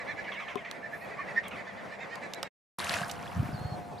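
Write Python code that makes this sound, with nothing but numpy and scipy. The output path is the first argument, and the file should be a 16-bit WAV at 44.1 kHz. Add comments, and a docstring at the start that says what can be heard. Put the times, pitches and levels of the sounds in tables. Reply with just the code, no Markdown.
"""Diving ducks on a river

A duck chortles in quick syllables that rise and fall, with short peeps, and a second duck adds
hoarse falling notes. Each voice is a buzz shaped by a throat. Water drips and a far engine hums.
The sound breaks off for a moment and returns in a splash of spray and ringing bubbles that dies
away into running water. Then hands bump the camera while a small bird whistles."""
import sys
import numpy as np
from scipy import signal
from scipy.fft import rfft, irfft, next_fast_len
from scipy.io import wavfile
from scipy.ndimage import uniform_filter1d

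SR = 44100
rng = np.random.default_rng(int(sys.argv[2]) if len(sys.argv) > 2 else 0)


def wrap_up_sound(samples):
    """Save the sound to the file named by the first command line argument, as 16-bit audio."""
    columns = np.atleast_2d(samples).T
    # keep every value between -1 and 1, then stretch to whole-number steps
    tamed = np.clip(columns, -1, 1)
    steps = np.round(tamed * 32767).astype(np.int16)
    wavfile.write(sys.argv[1], SR, steps)


N = 176400

# first duck's syllables (middle time [s], top pitch [Hz], level [dB])
SYLLABLES = [(.005, 590, -34), (.101, 592, -32.5), (.195, 586, -36), (.29, 580, -38), (.392, 575, -35.5),
             (.485, 590, -42), (.668, 640, -41.5), (.762, 510, -42), (.852, 596, -42), (.947, 582, -42),
             (1.037, 645, -40), (1.123, 655, -40.5), (1.207, 615, -36), (1.296, 660, -37.5),
             (1.378, 520, -36), (1.595, 513, -38.5), (1.684, 511, -41), (1.788, 514, -44),
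             (1.932, 597, -41), (2.025, 530, -38.5), (2.132, 625, -39.5), (2.245, 590, -39),
             (2.37, 570, -43), (2.465, 551.5, -42)]
# how its throat shapes the voice (frequency [Hz], level [dB])
THROAT = [(500, -25), (1150, -12), (1500, -9), (1770, 9), (2080, 6), (2380, 1), (2900, -17), (4200, -19),
          (7300, -30), (11000, -50)]
# extra treble in its syllables (time [s], boost [dB])
TREBLE = [(1.2, -2), (2.1, 4.5)]
# its overtones that stand out (multiple of the pitch, boost [dB])
STRONG_OVERTONES = {7: 8, 9: 2, 14: 7}
# tone of the calm water (frequency [Hz], level [dB])
CALM_TONE = [(25, -23), (100, -4.5), (190, 2), (330, -4), (550, 3.5), (1300, -5.5), (2100, -5.5),
             (3000, -19), (10000, -36.5), (15000, -47.5)]
# how alike water sounds in both ears (frequency [Hz], likeness [0 to 1])
EAR_LIKENESS = [(100, 0.35), (300, 0.2), (600, 0.54), (1200, 0.46), (5000, 0.93)]
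# how fast the engine fires (time [s], rate [Hz])
FIRING_RATE = [(2.5, 98.1), (3.4, 100.6), (3.68, 104.2), (3.85, 101.4)]
# tones in its hum (multiple of the firing rate, level [dB])
ENGINE_TONES = [(2, -57.5), (5, -60), (6, -60), (7, -52), (8, -61), (9, -58.5)]
# duck peeps (middle time [s], top pitch [Hz], length [s], level [dB])
PEEPS = [(.192, 1745, 0.029, -32), (0.293, 1729, .032, -31), (0.851, 1786, .066, -33.5),
         (0.943, 1777, .056, -34.5), (1.198, 1148, .05, -33.5), (1.378, 1843, 0.054, -22.5)]
# second duck's notes (time [s], starting pitch [Hz], level [dB])
YELPS = [(0.239, 1100, -40), (0.315, 1197, -34), (.396, 1276, -35.5), (0.478, 1241, -36), (.567, 1210, -39),
         (.646, 1180, -39), (1.43, 1330, -38.5), (1.507, 1480, -37.5)]
# second duck's throat (frequency [Hz], level [dB])
YELP_THROAT = [(550, -16), (1150, 5), (1550, -1), (2150, 8), (2700, 3), (3500, -4), (4500, -21),
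               (6000, -20), (10000, -42)]
# ticking drips (time [s], level [dB], centre frequency [Hz], fade time [s])
TICKS = [(0.5556, -29.5, 3000, 0.0015), (0.7124, -27.5, 3270, 0.0015), (.713, -29, 1400, 0.0029),
         (1.482, -38, 8500, 0.0025), (2.156, -35, 4500, 0.0016), (2.336, -25, 3300, 0.0022),
         (2.3459, -34, 6000, 0.0012), (2.4289, -22, 4500, 0.0016), (2.43, -19.5, 1179, 0.0032),
         (2.894, -28, 3800, 0.0022), (2.938, -29.5, 2000, 0.0073), (3.096, -38, 2900, 0.0066),
         (3.113, -33, 5500, 0.0028)]
# single bubbles (time [s], starting pitch [Hz], level [dB], fade time [s])
BUBBLES = [(1.845, 1400, -38, .004), (2.431, 508, -31, .012), (3.034, 1580, -25, .004),
           (3.011, 660, -33, .014), (3.277, 3300, -41, .003)]
# tones in the knock (pitch [Hz], level [dB], time to fade by 60 dB [s])
KNOCK_TONES = [(264, -7.5, 0.067), (404, 3, 0.079), (727, -6, 0.11), (1040, 0, .05)]
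# overall volume, added to every other level; its dip is the break (time [s], level [dB])
VOLUME = [(2.476, -4), (2.5, -62.5), (2.56, -83.5), (2.78, -71), (2.786, 2.5)]
# tone of the splash, running water, lapping and rumble (frequency [Hz], level [dB])
SPLASH_TONE = [(120, -24), (600, 2.5), (1700, 2), (4200, -6), (7500, -13), (11000, -13.5), (15500, -36)]
RIVER_TONE = [(25, -20), (160, -0.5), (400, -9.5), (850, -9), (2000, -25.5), (10000, -41), (15500, -55)]
LAP_TONE = [(150, -40), (500, 1), (1000, 2), (1600, 4), (2600, -10), (6000, -24)]
RUMBLE_TONE = [(25, -30), (90, 16), (220, 7), (700, -37.5)]
# how the splash, lapping and rumble swell and fade (time [s], level [dB])
SPLASH_LEVEL = [(2.785, -36.5), (2.96, -33.5), (3.05, -44), (3.16, -49.5), (3.5, -55.5), (3.9, -67.5)]
LAP_LEVEL = [(2.78, -47), (3.03, -44.5), (3.16, -54.5), (3.5, -50.5), (4, -61)]
RUMBLE_LEVEL = [(2.79, -60.5), (3.25, -54), (3.45, -38.5), (3.7, -51.5), (3.9, -61)]
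# hand bumps (middle time [s], pitch [Hz], level [dB])
BUMPS = [(3.02, 166, -33.5), (3.37, 154, -30.5), (3.403, 117, -21.5), (3.431, 230, -28.5),
         (3.458, 163, -31), (3.491, 233, -32.5), (3.533, 142, -33.5), (3.548, 129, -30), (3.616, 133, -32),
         (3.657, 114, -26.5), (3.725, 130, -30)]
# the bird's whistles, one list for each (time [s], pitch [Hz], level [dB])
WHISTLES = [
    [(3.518, 4580, -58), (3.53, 5300, -61), (3.546, 4200, -55), (3.56, 4850, -58), (3.572, 4200, -60),
     (3.685, 4366, -56.5), (3.76, 4190, -56)],
    [(3.972, 3197, -65), (3.985, 4213, -55.5), (3.996, 5730, -63)],
]

FLUTTER_DB, FLUTTER_HZ = 3, 90  # how much and how fast the duck voices tremble


def amp(db):
    """Turns decibels into a number to multiply a sound by."""
    return 10 ** (np.asarray(db) / 20)


def unit(x):
    """Scales a signal to an average strength (rms) of 1."""
    return x / np.sqrt(np.mean(x ** 2) + 1e-20)


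def read(points, hz):
    """Looks up a frequency in a table, blending between rows by musical distance."""
    f, value = np.transpose(points)
    return np.interp(np.log(hz + 1), np.log(f + 1), value)


def curve(points):
    """Joins (time, value) points with straight lines, one value per sample."""
    return np.interp(np.arange(N) / SR, *np.transpose(points))


def add(mix, start, sound):
    """Mixes a sound in at a start time in seconds."""
    at = round(start * SR)
    part = mix[max(at, 0):][:len(sound) + min(at, 0)]
    part += sound[max(-at, 0):][:len(part)]


def pan(x, left_db):
    """Makes a sound left_db louder on the left than on the right."""
    return x * amp([[left_db / 2], [-left_db / 2]])


def colour(x, tone):
    """Shapes a sound's lows and highs with a tone table, at strength 1."""
    hz = np.fft.rfftfreq(x.shape[-1], 1 / SR)
    return unit(irfft(rfft(x) * amp(read(tone, hz)), x.shape[-1]))


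def wobble(size, hz):
    """A smooth random wiggle, up to about hz times a second."""
    length = next_fast_len(size + int(10 * SR / hz))
    keep_slow = np.exp(-(np.fft.rfftfreq(length, 1 / SR) / hz) ** 2)
    return unit(irfft(rfft(rng.standard_normal(length)) * keep_slow, length))[:size]


def voice(hz, throat, breath, jitter, rasp_db, boosts):
    """A duck's voice: a trembling buzz and puffs of air, both shaped by the throat."""
    hz = hz * (1 + jitter * wobble(len(hz), hz=199))
    phase = 2 * np.pi * np.cumsum(hz) / SR
    buzz = 0
    for k in [*range(1, 15), 1.5, 2.5, 3.5, 4.5]:  # the in-between multiples sound raspy
        db = read(throat, k * hz) + boosts.get(k, 0) + rasp_db * (k % 1 > 0)
        flutter_db = FLUTTER_DB * (wobble(len(hz), FLUTTER_HZ) + rng.normal())
        buzz += amp(db + flutter_db) * np.cos(k * phase + 2 * np.pi * rng.random())
    puffs = (1 + np.cos(phase)) * rng.standard_normal(len(hz))
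    return unit(unit(buzz) + breath * colour(puffs, throat))


def chortle(length_s=.092, arch=.25):
    """The first duck: each syllable rises and falls in pitch and loudness."""
    out = np.zeros(N)
    u = np.linspace(-1, 1, int(length_s * SR))
    swell = (1 - u ** 2) ** 1.8
    for middle, hz, db in SYLLABLES:
        treble_db = np.interp(middle, *np.transpose(TREBLE))
        throat = [(f, level + treble_db * (f > 2600)) for f, level in THROAT]
        pitch = hz * (1 - arch * u ** 2)
        call = voice(pitch, throat, breath=.3, jitter=.014, rasp_db=-7.5, boosts=STRONG_OVERTONES)
        add(out, middle - length_s / 2, amp(db) * swell * call)
    return out


def water_noise(tone, patchy_db, flicker_db):
    """Stereo water hiss: patches of it swell and fade while the whole sound flickers."""
    frames, hz = N // 256 + 5, np.fft.rfftfreq(1024, 1 / SR)
    a, b, c, d, patches = rng.standard_normal((5, frames, len(hz)))
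    patches = uniform_filter1d(patches, size=7, axis=0)  # smooth over time
    patches = unit(uniform_filter1d(patches, size=9, axis=1))  # and over frequency
    flicker = unit(uniform_filter1d(rng.standard_normal(frames), size=10))[:, None]
    likeness = read(EAR_LIKENESS, hz)
    left = a + 1j * b
    right = likeness * left + np.sqrt(1 - likeness ** 2) * (c + 1j * d)
    spectra = np.array([left, right]) * amp(patchy_db * patches + flicker_db * flicker)
    _, noise = signal.istft(spectra.swapaxes(1, 2), nperseg=1024, noverlap=768)
    return colour(noise[:, :N], tone)


def calm_water():
    """The soft wash of quiet water."""
    return amp(-40.5) * water_noise(CALM_TONE, patchy_db=1.8, flicker_db=1.7)


def engine(waver=.24):
    """A far engine hums at a few wavering multiples of its firing rate."""
    firing_hz = curve(FIRING_RATE) * (1 + .0023 * wobble(N, hz=9))
    phase = 2 * np.pi * np.cumsum(firing_hz) / SR
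    out = np.zeros((2, N))
    for channel in out:
        for k, db in ENGINE_TONES:
            level = amp(db) * (1 + waver * wobble(N, hz=1.7))
            channel += level * unit(np.sin(k * phase + rng.normal(0, .83)))
    return out


def bank_echoes(x, fade_s=.14):
    """Short scattered echoes bounce off the water and the bank."""
    t = np.arange(SR // 2) / SR
    echoes = rng.standard_normal((2, len(t))) * (rng.random((2, len(t))) < .05)
    echoes *= (t > .002) * amp(-60 * t / fade_s)
    echoes /= np.linalg.norm(echoes, axis=1, keepdims=True)
    return signal.fftconvolve(x[None], echoes, axes=1)[:, :N]


def peeps(arch=.091, jitter=.025, overtone_db=-34.5):
    """Short, nearly pure duck notes that rise and fall a little."""
    out = np.zeros(N)
    for middle, hz, length, db in PEEPS:
        u = np.linspace(-1, 1, int(length * SR))
        pitch = hz * (1 - arch * u ** 2 + jitter * wobble(len(u), hz=306))
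        phase = 2 * np.pi * np.cumsum(pitch) / SR
        tone = np.sin(phase) + amp(overtone_db) * (np.sin(2 * phase) + np.sin(3 * phase))
        tone *= amp(FLUTTER_DB * wobble(len(u), FLUTTER_HZ))
        add(out, middle - length / 2, amp(db) * np.cos(np.pi * u / 2) ** 2 * unit(tone))
    return out


def yelps(length_s=.066, rise_s=.006, clear_s=.06, fall=.28, fade_db=-7):
    """The second duck: notes that start hoarse and clear as they slide down."""
    out, t = np.zeros(N), np.arange(0, length_s, 1 / SR)
    progress, hoarse = t / length_s, np.exp(-t / clear_s)
    shape = np.minimum(t / rise_s, 1) * amp(fade_db * progress) * (1 - progress ** 10)
    for start, hz, db in YELPS:
        call = voice(hz * (1 - fall * progress), YELP_THROAT, breath=.85 * hoarse,
                     jitter=.06 * np.sqrt(hoarse), rasp_db=-12, boosts={})
        add(out, start, amp(db) * shape * call)
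    return out


def bubble(hz, fade_s, rise_per_s=9):
    """Air trapped in water rings, rising in pitch as it fades."""
    t = np.arange(0, 6 * fade_s, 1 / SR)
    ring = np.sin(2 * np.pi * hz * t * (1 + rise_per_s * t / 2))
    return ring * np.exp(-t / fade_s) * (1 - np.exp(-t * hz))


def drips(width_octaves=.5, rise_s=.0001):
    """Drips make sharp ticks of noise and single ringing bubbles."""
    out, t = np.zeros(N), np.arange(2048) / SR
    f = np.fft.rfftfreq(len(t), 1 / SR) + 1
    for start, db, hz, fade_s in TICKS:
        band = 1 / (1 + (np.log2(f / hz) / width_octaves) ** 2)
        noise = unit(irfft(band * np.exp(2j * np.pi * rng.random(len(f)))))
        add(out, start, amp(db) * np.exp(-t / fade_s) * np.minimum(t / rise_s, 1) * noise)
    for start, hz, db, fade_s in BUBBLES:
        add(out, start, amp(db) * bubble(hz, fade_s))
    return out


def knock(start_s=.557, level_db=-28, low_cut_hz=140):
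    """One hollow knock on the camera: a few tones that die quickly."""
    out, t = np.zeros(N), np.arange(0, .1, 1 / SR)
    ring = sum(amp(db - 60 * t / fade) * np.sin(2 * np.pi * hz * t) for hz, db, fade in KNOCK_TONES)
    add(out, start_s, amp(level_db) * ring)
    return signal.sosfilt(signal.butter(2, low_cut_hz, "high", fs=SR, output="sos"), out)


def swish(start_s=.9, length_s=.19, band_hz=(9000, 13600), level_db=-65):
    """A brief, faint high hiss."""
    out, size = np.zeros(N), int(length_s * SR)
    band = signal.butter(2, band_hz, "band", fs=SR, output="sos")
    hiss = unit(signal.sosfilt(band, rng.standard_normal(size)))
    add(out, start_s, amp(level_db) * hiss * signal.windows.tukey(size))
    return out


def splash(pitches=30, drops_per_s=1900, spread_db=4.5, fade_cycles=1.67):
    """Hissing spray and a shower of tiny bubbles, dying away together."""
    drops = np.zeros((2, N))
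    for hz in np.geomspace(600, 12000, pitches):
        sizes = amp(spread_db * np.minimum(rng.exponential(1, N), 4))
        hits = rng.random(N) < drops_per_s / pitches / SR
        ring = hz * bubble(hz, fade_cycles * (.5 + rng.random()) / hz)
        drops += pan(signal.oaconvolve(sizes * hits, ring)[:N], left_db=rng.normal(0, 4))
    spray = water_noise(SPLASH_TONE, patchy_db=3, flicker_db=2)
    return amp(curve(SPLASH_LEVEL)) * (amp(-7.5) * spray + amp(-4.5) * colour(drops, SPLASH_TONE))


def running_water():
    """The river flows on, with swells of lapping and a low rumble."""
    flow = amp(-47) * water_noise(RIVER_TONE, patchy_db=2.5, flicker_db=1.5)
    lapping = amp(curve(LAP_LEVEL)) * water_noise(LAP_TONE, patchy_db=2, flicker_db=1)
    rumble = amp(curve(RUMBLE_LEVEL)) * water_noise(RUMBLE_TONE, patchy_db=3.5, flicker_db=3)
    return flow + lapping + rumble


def bumps(width_cycles=.52):
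    """Hands bump the camera body, each a low thud only a wave or two long."""
    out, t = np.zeros(N), np.arange(-.05, .05, 1 / SR)
    for middle, hz, db in BUMPS:
        swell = np.exp(-(t * hz / width_cycles) ** 2 / 2)
        add(out, middle + t[0], -amp(db) * swell * np.cos(2 * np.pi * hz * t))
    return out


def gurgle(count=26, span_s=(3.04, 3.52), range_hz=(1000, 3000), fade_cycles=7):
    """Small bubbles chirp as the splash settles."""
    out = np.zeros(N)
    for when, pitch, size in rng.random((count, 3)):
        start = np.interp(when, (0, 1), span_s)
        hz = np.interp(pitch ** 2, (0, 1), range_hz)
        add(out, start, amp(-45) * (.5 + size) * bubble(hz, fade_cycles / hz))
    return out


def bird():
    """A small bird's thin whistle swoops and holds, then later sweeps up."""
    out = np.zeros(N)
    for whistle in WHISTLES:
        times, hz, db = np.transpose(whistle)
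        t = np.arange(times[0], times[-1], 1 / SR)
        pitch = uniform_filter1d(np.interp(t, times, hz), size=300)
        pitch *= 1 + .01 * wobble(len(t), hz=150)
        level = amp(np.interp(t, times, db)) * signal.windows.tukey(len(t), .1)
        add(out, times[0], level * np.sin(2 * np.pi * np.cumsum(pitch) / SR))
    return out


def scene(break_s=2.56):
    """Ducks a little to the right; water all around, calm before the break and running after it."""
    first_duck, second_duck, peeping = chortle(), yelps(), peeps()
    wet, song = drips() + gurgle() + swish(), bird()
    ducks = pan(first_duck + peeping, left_db=-4.5) + pan(second_duck, left_db=-3)
    direct = ducks + pan(wet, left_db=-6) + pan(song, left_db=-6.5)
    echoes = amp(-9) * bank_echoes(first_duck + second_duck + peeping + song + .53 * wet)
    water = np.where(np.arange(N) / SR <= break_s, calm_water(), running_water() + splash())
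    return direct + echoes + water + engine() + pan(knock(), left_db=14.5) + bumps()


def record(dry, top_hz=15500):
    """The sound breaks off briefly and comes back turned up; the highest treble is cut throughout."""
    treble_cut = signal.firwin(511, top_hz, window=("kaiser", 9), fs=SR)
    return signal.oaconvolve(dry * amp(curve(VOLUME)), treble_cut[None], "same")


dry = scene()
out = record(dry)
wrap_up_sound(out)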